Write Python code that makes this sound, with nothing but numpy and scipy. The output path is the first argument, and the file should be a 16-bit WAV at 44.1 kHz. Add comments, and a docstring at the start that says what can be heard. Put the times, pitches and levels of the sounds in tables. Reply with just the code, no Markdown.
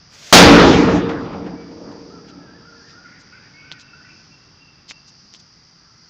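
"""Firecracker in a concrete yard

A fuse hisses as shaped noise, then a ball firecracker bursts as an N-wave and overloads the microphone.
Decaying noise bands slap off near walls and roll back from further off, duller with distance; resonant
sheet metal hums after it. Crickets trill as pulsed tones and birds call as gliding sines; grit ticks as
damped sines and crunches as click swarms near the microphone, over a low noise murmur of town."""
import sys
import numpy as np
from scipy import signal
from scipy.fft import rfft, irfft
from scipy.io import wavfile
from scipy.ndimage import uniform_filter1d

SR = 44100
rng = np.random.default_rng(int(sys.argv[2]) if len(sys.argv) > 2 else 0)


def convert_level_to_amplitude(level_db):
    """Map a level in decibels to its linear amplitude factor."""
    exponent = np.asarray(level_db, float) / 20
    return 10 ** exponent


def transcribe(u):
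    """Save the signal u as a 16-bit wav file named by the first command-line argument.

    u: samples, shape (n,) or (channels, n), limited to [-1, 1]; the rate is SR.
    q: integer samples, one column per channel.
    """
    v = np.clip(np.atleast_2d(u).T, -1, 1)
    q = np.round(v * 32767).astype(np.int16)
    wavfile.write(sys.argv[1], SR, q)


N = 268745
T = np.arange(N) / SR
BANG_S = 0.3262


def level(x, db):
    """Root-mean-square normalisation: scale to an rms level in dB."""
    return x * convert_level_to_amplitude(db) / np.sqrt(np.mean(x ** 2))


def read(table, hz, column=1):
    """Logarithmic frequency scale: interpolate a table column along log frequency."""
    table = np.array(table, float)
    return np.interp(np.log(hz), np.log(table[:, 0]), table[:, column])


def noise(colour, size=N):
    """Spectral shaping: Gaussian noise of a given colour, rms 1, silent outside the table."""
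    hz = np.maximum(np.arange(size // 2 + 1) * SR / size, 1)
    inside = (hz >= colour[0][0]) & (hz <= colour[-1][0])
    spectrum = rfft(rng.standard_normal(size)) * convert_level_to_amplitude(read(colour, hz)) * inside
    return level(irfft(spectrum, size), 0)


def half_octave(hz):
    """Power-complementary bands: noise in a half-octave bell; neighbours sum to white noise."""
    octaves = np.log2(np.maximum(np.arange(N // 2 + 1) * SR / N, 1) / hz)
    bell = np.cos(np.pi * np.clip(octaves, -0.5, 0.5))
    return irfft(rfft(rng.standard_normal(N)) * bell, N)


def band(x, hz, width):
    """Simple resonance: a two-pole band-pass."""
    return signal.lfilter(*signal.iirpeak(min(hz, SR / 2.2), max(hz / width, 0.2), fs=SR), x)


def walk(rate):
    """Slow random modulation: levels held 1 / rate s and slewed; spread near 1."""
    hold = int(SR / rate)
    return uniform_filter1d(np.repeat(rng.standard_normal(N // hold + 1), hold), hold)[:N]


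def add(out, s, x):
    """Superposition: mix a short sound in at a time."""
    i = int(s * SR)
    out[i:i + len(x)] += x[:N - i]


# Shock, wall slap and far roll.
# Near walls: frequency_hz, relative_density_db (per Hz), t60_s
WALL_SLAP = [(40, -21.5, .8), (151, -5, 0.91), (604, 1, 0.69), (2000, -7.5, 0.78), (6000, -4.5, 0.36),
             (8900, -14.5, .3)]
# Colour of the roll: frequency_hz, relative_density_db (per Hz)
ROLL_COLOUR = [(25, -19), (60, -4), (110, -7.5), (180, -2), (300, 1.5), (500, -8.5), (1000, -12.5),
               (2500, -19), (6000, -19), (9000, -26)]
# Loss that grows with travel: frequency_hz, extra_loss_db_per_s
AIR_LOSS = [(25, 8.5), (200, 4), (600, 3.5), (1500, 7.5), (4000, 19), (9000, 45)]
# Far echoes rolling back, with a late swell from the furthest surfaces: time_s, relative_level_db
ROLL_LEVEL = [(0.34, 1.5), (0.6, 13), (0.97, 4), (1.03, -1), (1.45, -9), (1.63, -17), (1.92, -12.5),
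              (2.07, -17), (2.52, -22.5), (2.66, -28)]
SLAP_GAIN_DB, ROLL_FADE_DB_PER_S = 16, 8.5
SHOCK_PEAK_DB, SHOCK_S = 11.0, 0.0017


def bang():
    """Blast wave and reverberation: an N-shaped shock, dense decaying slaps, then a roll dulled by distance."""
    age = np.maximum(T - BANG_S, 0)
    slap, roll = 0, 0
    for hz in 25 * 2 ** np.arange(0, 9, 0.5):
        wave = half_octave(hz)
        slap_db = read(WALL_SLAP, hz) - 60 * age / read(WALL_SLAP, hz, column=2)
        slap = slap + wave * convert_level_to_amplitude(slap_db)
        # the air loss stops growing 1.6 s after the bang
        roll_db = read(ROLL_COLOUR, hz) - read(AIR_LOSS, hz) * np.minimum(age, 1.6)
        # far surfaces answer in patches, each band in its own order
        roll = roll + wave * convert_level_to_amplitude(roll_db + 3.1 * walk(14))
    # past the last far surface the roll dies away
    fade_db = ROLL_FADE_DB_PER_S * np.maximum(T - ROLL_LEVEL[-1][0], 0)
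    roll = roll * convert_level_to_amplitude(np.interp(T, *np.transpose(ROLL_LEVEL)) - fade_db)
    out = (slap * convert_level_to_amplitude(SLAP_GAIN_DB) + roll) * (T > BANG_S)
    # the microphone inverts the shock: it starts negative
    add(out, BANG_S, convert_level_to_amplitude(SHOCK_PEAK_DB) * np.linspace(-1, 1, int(SHOCK_S * SR)))
    return out


# Single house fronts answering: start_s, peak_db, centre_hz
HOUSE_FRONTS = [(0.44, 1, 90), (0.878, -8, 180), (1.089, -16, 466), (1.327, -24.5, 310), (1.46, -21, 260),
                (1.606, -37, 463), (1.71, -33.5, 191), (2.331, -59, 258)]


def echoes():
    """Discrete reflection: each house front returns a short dull thud of band-passed noise."""
    out, t = np.zeros(N), np.arange(int(0.15 * SR)) / SR
    for s, db, hz in HOUSE_FRONTS:
        thud = rng.standard_normal(len(t)) * np.minimum(t / 0.0034, 1) * convert_level_to_amplitude(-60 * t / 0.2)
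        thud = band(band(thud, hz, 2.75 * hz), hz, 2.7 * hz)
        add(out, s, thud * convert_level_to_amplitude(db) / np.abs(thud).max())
    return out


# Modes of the sheet metal: mode_hz, struck_level_db, t60_s, answer_gain_db (to the blast and its echoes)
SHEET_MODES = [(177.9, -26, 2.9, 9), (287.5, -22.5, 0.59, 4.5), (463, -19.5, 3.4, 1.5),
               (560, -29.5, 1.1, -6), (1440, -35, 1.3, -8)]
SHEET_WIDTH_HZ = 4.5


def sheet(blast):
    """Modal resonance: metal struck by the blast and shaken by its echoes; the struck modes waver in level."""
    age = np.maximum(T - BANG_S, 0)
    out = np.zeros(N)
    for hz, db, t60, answer_db in SHEET_MODES:
        ring = convert_level_to_amplitude(db - 60 * age / t60 + 4.2 * walk(11)) * np.sin(2 * np.pi * hz * T)
        answer = convert_level_to_amplitude(answer_db) * band(blast, hz, SHEET_WIDTH_HZ)
        out = out + (T > BANG_S) * ring + answer
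    return out


# Colour of the gas jet: frequency_hz, relative_density_db (per Hz)
FUSE_COLOUR = [(180, -36), (300, -7), (378, -4.5), (561, -1), (921, -9), (1370, -2.5), (5930, -0.5),
               (9000, 3.5), (15400, -0.5)]
FUSE_FLARES_S, FUSE_FLARE_S = 0.086, 0.054  # the jet catches at, and over
FUSE_START_DB, FUSE_GROWTH_DB_PER_S = -42.5, 62  # level once caught, then its growth up to 0 dB


def fuse():
    """Turbulent jet noise: a sputtering gas jet that catches, grows and stops when the charge lights."""
    catch = np.clip((T - FUSE_FLARES_S) / FUSE_FLARE_S, 0, 1)
    db = FUSE_START_DB + FUSE_GROWTH_DB_PER_S * (T - FUSE_FLARES_S - FUSE_FLARE_S)
    sputter_db = 1.5 * walk(60)
    return noise(FUSE_COLOUR) * catch * convert_level_to_amplitude(np.minimum(db, 0) + sputter_db) * (T < BANG_S)


# Grit snapping: start_s, initial_amplitude_db, pitch_hz
TICKS = [(3.7165, -13.5, 3350), (3.723, -16, 4360), (3.798, -29, 4780), (4.8935, -25.5, 5010),
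         (4.9102, -18.5, 2270), (4.917, -22, 2740), (5.3388, -20.5, 5450), (5.348, -27, 3430)]
# Grit crunching: start_s, length_s, centre_hz, level_db
CRUNCHES = [(1.91, 0.028, 4000, -57), (2, 0.024, 4000, -66), (2.267, 0.053, 3340, -53.5),
            (2.858, 0.096, 3400, -57), (3.183, 0.054, 6000, -56), (3.71, 0.038, 3520, -49),
            (3.779, 0.06, 4900, -49.5), (4.874, 0.06, 4840, -40), (5.064, 0.046, 5500, -52),
            (5.319, 0.063, 4740, -50.5), (5.386, 0.03, 5000, -53)]
SNAP_CYCLES = 1.5  # cycles in which a snap falls to 1/e
CLICK_SPREAD_DB, CRUNCH_SWELL = 2.6, 0.9  # spread of click sizes, roundness of the swell


def grit():
    """Impulsive excitation: snaps are damped sines; crunches are swarms of tiny clicks."""
    out, t = np.zeros(N), np.arange(int(0.01 * SR)) / SR
    for s, db, hz in TICKS:
        add(out, s, convert_level_to_amplitude(db) * np.sin(2 * np.pi * hz * t) * np.exp(-hz * t / SNAP_CYCLES))
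    for s, length, hz, db in CRUNCHES:
        size = int(length * SR)
        clicks = rng.standard_normal(size) * convert_level_to_amplitude(CLICK_SPREAD_DB * rng.exponential(size=size))
        crunch = band(band(clicks, hz, 4700), hz, 4680) * np.hanning(size) ** CRUNCH_SWELL
        add(out, s, level(crunch, db))
    return out


def bow(length):
    """Smooth envelope: half a sine period over a length in s."""
    return np.sin(np.linspace(0, np.pi, int(length * SR)))


def note(out, s, pitch, swell, db):
    """Frequency modulation: a near-sine whose phase sums a slightly wavering pitch."""
    waver = 1 + 0.01 * walk(30)
    pitch = pitch * waver[int(s * SR):][:len(pitch)]
    add(out, s, np.sqrt(2) * swell * convert_level_to_amplitude(db) * np.sin(2 * np.pi * np.cumsum(pitch) / SR))


# Loud bird, low note of each call: start_s, length_s, top_pitch_hz, dry_level_db
LOW_NOTES = [(2.1, 0.097, 1340, -51.5), (2.32, 0.078, 1340, -51.5), (2.63, 0.12, 1410, -48.5),
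             (2.93, 0.15, 1450, -48), (3.325, 0.059, 1541, -48.5), (3.625, .12, 1520, -48),
             (3.93, 0.083, 1518, -47.5)]
# Loud bird, high flourish that ends each call: end_s, length_s, top_pitch_hz, dry_level_db
FLOURISHES = [(2.321, 0.092, 1730, -56), (2.624, 0.22, 1780, -54), (2.924, .19, 1867, -53),
              (3.224, 0.16, 1905, -55.5), (3.522, .135, 1868, -55.5), (3.821, .08, 1900, -54.5),
              (4.116, 0.12, 1987, -55.5)]
# Glide of a flourish: time_before_end_s, share_of_top_pitch
FLOURISH_GLIDE = [(0, 0.67), (.05, 1.0), (.068, .99), (.105, .86), (.18, .94)]
LOW_ARCH = 0.115  # share of the pitch lost at both ends of a low note


def loud_bird():
    """Pitch glide: each call pairs an arched low note with a gliding flourish."""
    out = np.zeros(N)
    for s, length, hz, db in LOW_NOTES:
        arch = 1 - LOW_ARCH * (1 - bow(length)) ** 2
        note(out, s, hz * arch, bow(length) ** 0.13, db)
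    for end, length, hz, db in FLOURISHES:
        left = np.linspace(length, 0, int(length * SR))
        share = np.interp(left, *np.transpose(FLOURISH_GLIDE))
        share = uniform_filter1d(share, 500, mode="nearest")
        note(out, end - length, hz * share, bow(length) ** 0.33, db)
    return out


# Nearly level whistles of other birds: start_s, length_s, end_pitch_hz, dry_level_db
WHISTLES = [(1.554, 0.095, 2238, -56.5), (3.29, 0.13, 2570, -65), (3.533, 0.12, 2180, -53),
            (3.547, 0.11, 2600, -63), (3.806, 0.15, 2610, -56), (4.043, 0.086, 2634, -54.5),
            (4.308, 0.077, 2690, -54.5), (4.576, 0.13, 2675, -55.5), (4.916, 0.087, 2680, -56.5),
            (5.537, 0.13, 1987, -66.5), (5.912, .13, 1990, -67.5)]
WHISTLE_ARCH_HZ = 50.4  # rise at mid-note


def whistles():
    """Pure tone: whistles with a slight arch in pitch."""
    out = np.zeros(N)
    for s, length, hz, db in WHISTLES:
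        note(out, s, hz + WHISTLE_ARCH_HZ * bow(length), bow(length) ** 0.24, db)
    return out


# Scratchy, toneless chatter of a further bird: start_s, length_s, centre_hz, dry_level_db
CHATTER = [(3.038, 0.16, 2050, -56.5), (3.323, 0.068, 2180, -54.5), (3.409, 0.073, 2400, -61),
           (3.563, 0.23, 2460, -56), (4.056, 0.11, 2450, -58), (5.751, 0.28, 1355, -65)]
CHATTER_WIDTH_HZ = 490


def chatter():
    """Band-limited noise: scratches without a pitch."""
    out = np.zeros(N)
    for s, length, hz, db in CHATTER:
        scratch = rng.standard_normal(len(bow(length)))
        scratch = band(band(scratch, hz, CHATTER_WIDTH_HZ), hz, CHATTER_WIDTH_HZ)
        add(out, s, level(scratch * bow(length) ** 0.4, db))
    return out


HOARSE, HOARSE_HZ = 0.5, 260  # breath noise riding on the song: share and rate


def birds():
    """Reverberant field: hoarse songs and chatter, smeared by the yard's echo."""
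    song = loud_bird() + whistles()
    song = song * (1 + HOARSE * walk(HOARSE_HZ)) / np.hypot(1, HOARSE)
    calls = song + chatter()
    t = np.arange(int(0.8 * SR)) / SR
    tail = rng.standard_normal(len(t)) * convert_level_to_amplitude(-60 * t / 1.06)  # t60 1.06 s
    echo = signal.fftconvolve(calls, tail / np.linalg.norm(tail))[:N]
    return calls * convert_level_to_amplitude(2.3 * walk(40)) + convert_level_to_amplitude(-1.5) * echo


# Distant crowd of crickets: frequency_hz, relative_density_db (per Hz)
CHORUS_COLOUR = [(3600, -26.5), (4400, -3.5), (4900, 1), (5800, -3.5), (6500, -13.5), (7500, -24)]
# Single crickets: wing_pitch_hz, strokes_per_s, mean_level_db
CRICKETS = [(4775, 81, -57.5), (5230, 88, -63.5), (5800, 110, -67)]
CHORUS_DB = -54.5


def crickets():
    """Amplitude modulation: each wing stroke pulses a tone; the distant crowd blurs into a hiss."""
    out = noise(CHORUS_COLOUR) * convert_level_to_amplitude(CHORUS_DB + 2.7 * walk(3))
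    for hz, rate, db in CRICKETS:
        stroke = np.cumsum(rate * (1 + 0.0077 * walk(6.4))) / SR
        pulse = 0.41 + np.maximum(np.sin(2 * np.pi * stroke), 0)
        trill = level(pulse * np.sin(2 * np.pi * hz * T), db)
        # the trill's strength varies slowly, and about from stroke to stroke
        out = out + trill * convert_level_to_amplitude(1.3 * walk(2.6) + 1.9 * walk(90))
    return out


# Colour of the murmur: frequency_hz, relative_density_db (per Hz)
TOWN_COLOUR = [(15, -46.5), (25, -17), (143, -1.5), (258, -10.5), (532, -20.5), (1010, -17.5), (1380, -16),
               (2250, -21.5), (4000, -24), (5200, -56), (8800, -120)]
TOWN_DB, TOWN_FADES_S, TOWN_FADE_DB_PER_S = -52, 4.3, 2.5  # the murmur holds, then ebbs


def town():
    """Diffuse background: low coloured noise that wavers slightly and ebbs near the end."""
    fade_db = TOWN_FADE_DB_PER_S * np.maximum(T - TOWN_FADES_S, 0)
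    return noise(TOWN_COLOUR) * convert_level_to_amplitude(TOWN_DB - fade_db + 0.26 * walk(1.5))


def scene():
    """Superposition: everything in the yard, summed to one channel."""
    blast = bang() + echoes()
    return (blast + sheet(blast) + fuse() + grit() + birds() + crickets() + town())[None]


def top_cut(x):
    """Nothing passes above the cut-off."""
    return signal.sosfilt(signal.butter(12, 15590, fs=SR, output="sos"), x)


# Colour of the microphone's own hiss: frequency_hz, relative_density_db (per Hz)
MIC_HISS_COLOUR = [(100, 0.5), (8000, 0), (10000, -3.5), (13000, -7.5), (16000, -10.5)]
CAPSULE_TOP, MIC_HISS_DB = 1.8, -86.5  # amplitude the capsule cannot pass, rms of the hiss
MIC_TOP_HZ, MIC_STEEPNESS, MIC_SHELF_DB = 6660, 22, -25  # shelf: what passes above the top


def record(dry):
    """Nonlinear distortion: the capsule saturates, treble drops to a low shelf, the converter clips hard."""
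    capsule = CAPSULE_TOP * np.tanh(dry / CAPSULE_TOP)
    hz = np.arange(N // 2 + 1) * SR / N
    treble = np.sqrt(1 / (1 + (hz / MIC_TOP_HZ) ** MIC_STEEPNESS) + convert_level_to_amplitude(MIC_SHELF_DB) ** 2)
    heard = irfft(rfft(capsule) * treble, N) + convert_level_to_amplitude(MIC_HISS_DB) * noise(MIC_HISS_COLOUR)
    mix = np.clip(heard, -0.97, 0.97)
    return top_cut(mix)


dry = scene()
out = record(dry)
transcribe(out)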